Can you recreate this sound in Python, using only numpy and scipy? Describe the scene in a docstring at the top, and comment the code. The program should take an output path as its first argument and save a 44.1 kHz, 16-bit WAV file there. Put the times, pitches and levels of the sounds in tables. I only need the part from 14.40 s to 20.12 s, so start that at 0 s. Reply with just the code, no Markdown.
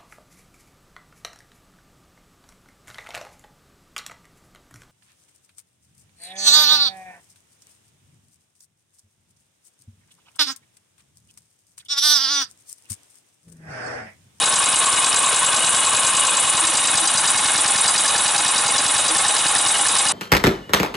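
"""A fast rattle, ticking and hissing ten times a second: a small air-driven piston pump on a workshop floor.
Loose bearings ring the modes of the casting, each turn's valve contacts shape notes and noise, a loose link
clicks, the piston thumps as damped low swings and air escapes as throbbing coloured noise.
The hand-held microphone drifts between the cylinder head and the flywheel side, ending by the flywheel;
a hard-walled shop adds a diffuse tail over a steady leak and shop noise, and a low tone sounds briefly."""
import sys
import numpy as np
from scipy import signal
from scipy.fft import rfft, irfft
from scipy.io import wavfile

SR = 44100
rng = np.random.default_rng(int(sys.argv[2]) if len(sys.argv) > 2 else 0)


def bounce(signal):
    """Save signal as a 16-bit WAV file at the path given by the first command-line argument."""
    frames = np.transpose(np.atleast_2d(signal))
    limited = np.clip(frames, -1, 1)
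    pcm = np.round(limited * 32767).astype(np.int16)
    wavfile.write(sys.argv[1], SR, pcm)


def gain_from_db(level_db):
    """Turn a decibel level (scalar or array-like) into a linear amplitude factor."""
    decades = np.asarray(level_db, float) / 20
    return 10 ** decades


N = 252375

# Levels are those of each source before the final mix; "view" is 0 at the head side, 1 at the flywheel side.
# The microphone's walk: t/s, crank late on a steady beat/ms, view/1, left minus right level/dB
MIC_WALK = [(0, -0.5, 0.57, 1.5), (.45, 0, 0.3, 1.2), (1.0, 0, 0.28, 1.4), (1.9, 1.6, 0.27, 1.5),
            (2.25, 2, 0.63, 0.5), (2.6, 3.8, 0.85, 1.4), (3.3, 5, 0.87, .4), (3.8, 4, 0.85, 0),
            (4.4, 2, 0.87, 0), (5.72, 0.5, 0.9, 0.2)]
# Modes of the cast body: f/Hz, width/Hz, relative level at head side/dB, at flywheel side/dB
CASTING_MODES = [(330, 98, -23, -13), (643, 348, -8.5, -7.5), (828, 64, -19, 3), (1088, 94, 5, -0.5),
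                 (1332, 470, -15.5, -3.5), (1505, 41, 2.5, -16.5), (2147, 47, -6.5, -1),
                 (2501, 67, -2, -0.5), (2905, 73, -1, 1.5), (3423, 52, -2.5, -0.5), (3746, 155, -4.5, 2),
                 (5686, 56, -19, -2.5), (5920, 134, -20.5, -6), (6736, 45, -6.5, -2)]
# Bearing rattle through one turn: angle/turns, relative level/dB
RATTLE_PATTERN = [(0, 4), (.2, 9.5), (.38, 8.5), (.47, 6.5), (.56, -6.5), (0.65, 10), (.72, 8.5),
                  (.85, 9.5), (.95, -1.5)]
# Air jet through one turn: angle/turns, relative level/dB
JET_PATTERN = [(0, 11), (.04, -6), (.2, 5.5), (.3, 1), (.42, 2.5), (.5, -2.5), (.7, 2), (.84, 3), (.87, 10),
               (.96, 1)]
# Colour of the jet: f/Hz, relative level at head side/dB, at flywheel side/dB
JET_COLOURS = [(5500, -22.5, -19), (6880, -1, -2), (7500, 2, 7.5), (8460, 5.5, 2), (9100, -5, 9.5),
               (9500, 7, 9.5), (10300, 3.5, 6.5), (12100, -7, -8)]
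# Valve gear contacts, the last row the whistle of the opening port: angle/turns, rise/ms, chatter/ms, rings;
# each ring: f/Hz, width/Hz, level at head side/dB, at flywheel side/dB
GEAR_CONTACTS = [(.975, 5, 10.5, [(1840, 118, -46, -27)]), (0.149, 0.46, 1.5, [(9510, 280, -23, -12)]),
                 (.25, 0.42, 1, [(9520, 320, -11, -5)]), (.275, 2.4, 6.5, [(1755, 138.7, -37, -17)]),
                 (0.375, 0.51, 6, [(5200, 2100, -36, -17), (9500, 550, -21, -20)]),
                 (0.399, 0.2, 5.5, [(4080, 1400, -20.5, -22.5), (7120, 3800, -18, -27)]),
                 (0.437, 0.79, 2, [(9290, 300, -27, -8), (10600, 320, -10.5, -15)]),
                 (.52, 6.6, 10.5, [(8025, 310, -13, -17.5)]), (.55, 0.87, 15, [(7500, 390, -16, -27),
                 (8260, 200, -21.5, -19.5)]), (0.558, 1.1, 16.5, [(4870, 108, -37, -21),
                 (3960, 74, -30.5, -26.5), (6560, 1900, -23, -21)]),
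                 (.86, 4.7, 17.5, [(8910, 310, -15, -19), (10300, 400, -25, -21.5)])]
# Hardest strikes of the loose valve link: t/s, peak level/dB
HARD_STRIKES = [(0.027, -9), (0.1263, -8.5), (0.229, -10), (0.3293, -10), (0.529, -8), (0.7289, -7),
                (1.131, -9), (1.6334, -10), (2.3422, -12), (3.2453, -10), (3.444, -11), (4.051, -10),
                (4.7502, -9)]
# Piston reversals: angle/turns, f/Hz, time to the envelope's peak and of its decay/ms, peak level/dB
PISTON_THUMPS = [(0.328, 153, 1.78, -28.5), (0.819, 126, 1.1, -35)]
# Brief low tones: start t/s, length/s, peak level/dB
LOW_TONES = [(2.21, 0.044, -30.5), (2.275, 0.045, -31), (2.60, .06, -31), (4.68, 0.096, -31)]
# Colour of the steady leak and shop noise: f/Hz, relative level per Hz/dB
SHOP_COLOUR = [(30, -30), (100, -13.5), (200, -12.5), (400, -18), (900, 1), (2000, -11), (3800, -6),
               (4500, -13.5), (9200, -6.5), (11500, -12)]

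TURNS_PER_S = 9.952
RATTLE_DB, HISS_DB = (-16, -25), (-22, -22)  # level at (head side, flywheel side)
HISS_DRIFT_DB = 0.7  # slow wander of the air supply
TICK_ANGLE, TICK_JITTER_MS, TICK_DB, TICK_SCATTER_DB = .265, 1.0, -17, 3  # light strikes; angle in turns
TICK_HZ, TICK_WIDTH_HZ = 5200, 1070
LOW_TONE_HZ = 319.5
ROOM_T60_S, ROOM_DB, ROOM_LOW_HZ = .5, -11, 380
SHOP_DB = -24.5
MIC_LOW_HZ, MIC_TOP_HZ = 60, 11015


def unit(x):
    """Scale to rms 1."""
    return x / np.sqrt(np.mean(x ** 2))


def ring(x, hz, width):
    """One resonance; white noise of rms 1 comes out at rms 1."""
    return signal.lfilter(*signal.iirpeak(hz, hz / width, fs=SR), x) * np.sqrt(SR / (np.pi * width))


def ring_twice(x, hz, width):
    """The same resonance twice over, for steeper sides."""
    return ring(ring(x, hz, width), hz, width)


def low_cut(x, order, hz):
    """Thin out the bass below hz."""
    return signal.lfilter(*signal.butter(order, hz, "high", fs=SR), x)


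def coloured(points):
    """Noise of rms 1 with the given (f/Hz, level/dB) colour."""
    hz, db = np.transpose(points)
    bins = np.fft.rfftfreq(N, 1 / SR) + 1
    gain = gain_from_db(np.interp(np.log(bins), np.log(hz), db))
    return unit(irfft(rfft(rng.standard_normal(N)) * gain, N))


def wobble(rate):
    """Random values drawn rate times a second and joined by straight lines."""
    count = int(N / SR * rate) + 2
    return np.interp(np.arange(N) / SR * rate, np.arange(count), rng.standard_normal(count))


def at_view(view, head, wheel):
    """Slide a value from head side to flywheel side as the microphone moves."""
    return head + view * (wheel - head)


def round_turn(turn, table):
    """Gain of an (angle, dB) pattern that repeats each turn."""
    return gain_from_db(np.interp(turn, *np.transpose(table), period=1))


def since(turn, angle, jitter_ms, scatter_db):
    """Seconds since the crank passed this angle and the strength of that pass; no two turns alike."""
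    chance = rng.standard_normal((int(turn[-1]) + 4, 2))
    passes = np.floor(turn - angle + 1 / 5).astype(int)  # a pass is counted early, so jitter has room
    lateness = jitter_ms / 1000 * chance[passes + 1, 0]
    s = (turn - angle - passes) / TURNS_PER_S - lateness
    return np.maximum(s, 0), gain_from_db(scatter_db * chance[passes + 1, 1])


def casting(turn, view):
    """The uneven scrape and knock of loose bearings rings every mode of the cast body."""
    knocks = (rng.random(N) < 1500 / SR) * rng.standard_normal(N)  # about 1500 a second
    scrape = rng.standard_normal(N)
    throb = round_turn(turn, RATTLE_PATTERN) ** (0.68 + .5 * view)  # deeper by the flywheel
    drive = unit(0.62 * unit(knocks) + scrape) * throb
    body = 0
    for hz, width, head_db, wheel_db in CASTING_MODES:
        # each mode is fed by its own spot of the bearing, so it flickers alone
        share = gain_from_db(at_view(view, head_db, wheel_db) + 1.73 * wobble(40))
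        mode = unit(ring(ring(drive, hz, width), hz, 8 * width))
        body = body + share * np.sqrt(width) * mode
    return unit(body)


def jet(turn, view):
    """Air escapes hardest as the port opens, and flutters; its colour turns with the view."""
    colours = np.array(JET_COLOURS)
    head, wheel = coloured(colours[:, [0, 1]]), coloured(colours[:, [0, 2]])
    air = np.sqrt(1 - view) * head + np.sqrt(view) * wheel
    flutter = gain_from_db(2.1 * wobble(70))
    return unit(air * round_turn(turn, JET_PATTERN) * flutter)


def gear(turn, view):
    """Each contact chatters for some milliseconds; small parts answer with a wavering note, large with noise."""
    out = 0
    for angle, rise_ms, chatter_ms, rings in GEAR_CONTACTS:
        s, size = since(turn, angle, jitter_ms=0.72, scatter_db=2.0)
        rise = 1 - np.exp(-(s * 1000 / rise_ms) ** 2)
        chatter = size * rise * np.exp(-(s * 1000 / chatter_ms) ** 1.42)
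        for hz, width, head_db, wheel_db in rings:
            pitch = hz * (1 + .006 * wobble(TURNS_PER_S)) + 0.49 * width * wobble(300)
            note = np.sin(2 * np.pi * np.cumsum(pitch) / SR)
            noise = unit(ring_twice(rng.standard_normal(N), hz, 1.04 * width))
            clean = np.clip(1.1 - width / 900, 0, 1)  # narrow rings are mostly note
            sound = np.sqrt(2 * clean) * note + np.sqrt(1 - clean) * noise
            out = out + gain_from_db(at_view(view, head_db, wheel_db)) * chatter * sound
    return out


def link(turn):
    """The loose valve link strikes once a turn, mostly light and now and then hard, with a very short ring."""
    at = np.flatnonzero(np.diff(np.floor(turn - TICK_ANGLE)))
    chance = rng.standard_normal((len(at), 2))
    at = np.clip(at + TICK_JITTER_MS / 1000 * SR * chance[:, 0], 0, N - 1).astype(int)
    hard_s, hard_db = np.transpose(HARD_STRIKES)
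    # a light strike gives way to a hard one within half a turn
    light = np.abs(at[:, None] / SR - hard_s).min(axis=1) > .5 / TURNS_PER_S
    strikes = np.zeros(N)
    strikes[at] = light * gain_from_db(TICK_DB + TICK_SCATTER_DB * chance[:, 1])
    strikes[(hard_s * SR).astype(int)] = gain_from_db(hard_db)
    impulse = np.eye(1, SR // 100)[0]
    click = ring_twice(impulse, TICK_HZ, TICK_WIDTH_HZ)
    return signal.fftconvolve(strikes, click / np.abs(click).max())[:N]


def piston(turn):
    """One damped low swing of the frame at each end of the stroke."""
    out = 0
    for angle, hz, decay_ms, peak_db in PISTON_THUMPS:
        s, size = since(turn, angle, jitter_ms=0.6, scatter_db=2.0)
        rise = s * 1000 / decay_ms
        envelope = rise * np.exp(1 - rise)
        out = out + gain_from_db(peak_db) * size * envelope * np.sin(2 * np.pi * hz * s)
    return out


def low_tones(t):
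    """A low sine that swells and fades smoothly a few times."""
    swell = 0
    for start_s, length_s, peak_db in LOW_TONES:
        progress = np.clip((t - start_s) / length_s, 0, 1)
        swell = swell + gain_from_db(peak_db) * np.sin(np.pi * progress) ** 2
    return swell * np.sin(2 * np.pi * LOW_TONE_HZ * t)


def room(x):
    """Diffuse tail of a hard-walled shop, different at each ear; the bass stays mostly direct."""
    s = np.arange(int(ROOM_T60_S * SR)) / SR
    late = s > .004  # the tail waits for 4 ms
    tail = rng.standard_normal((2, len(s))) * late * gain_from_db(-60 * s / ROOM_T60_S)
    tail = tail / np.sqrt(np.sum(tail ** 2, axis=1, keepdims=True))
    tail = low_cut(tail, 1, ROOM_LOW_HZ)
    return signal.fftconvolve(x[None], tail, axes=1)[:, :N]


def shop_noise():
    """Steady leak and shop noise: a centred layer plus a thinner one of opposite sign left and right."""
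    wide = low_cut(coloured(SHOP_COLOUR), 1, ROOM_LOW_HZ)
    return gain_from_db(SHOP_DB) * (coloured(SHOP_COLOUR) + 0.33 * wide * np.array([[1], [-1]]))


def scene():
    """The pump as the microphone walks, its echo in the shop and a steady background."""
    t = np.arange(N) / SR
    walk_s, *walk = np.transpose(MIC_WALK)
    late_ms, view, pan_db = (np.interp(t, walk_s, column) for column in walk)
    view = np.clip(view, 0, 1)
    turn = TURNS_PER_S * (t - late_ms / 1000)
    rattle = gain_from_db(at_view(view, *RATTLE_DB)) * casting(turn, view)
    hiss = gain_from_db(at_view(view, *HISS_DB) + HISS_DRIFT_DB * wobble(1.47)) * jet(turn, view)
    pump = rattle + hiss + gear(turn, view) + link(turn) + piston(turn) + low_tones(t)
    direct = pump * gain_from_db(np.array([pan_db, -pan_db]) / 2)
    return gain_from_db(-1.5) * (direct + gain_from_db(ROOM_DB) * room(pump)) + shop_noise()


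def low_pass(x):
    """Removes everything above the highest recorded frequency."""
    return signal.sosfilt(signal.butter(12, 12000, fs=SR, output="sos"), x)


def record(dry):
    """The small microphone loses the deep bass, rounds the peaks and cuts the top steeply."""
    thin = low_cut(dry, 2, MIC_LOW_HZ)
    soft = np.tanh(1.676 * thin) / 1.518
    steep = signal.ellip(12, .3, 58, MIC_TOP_HZ, fs=SR, output="sos")  # .3 dB ripple, 58 dB down
    cut = signal.sosfilt(steep, soft)
    return low_pass(cut)


dry = scene()
out = record(dry)
bounce(out)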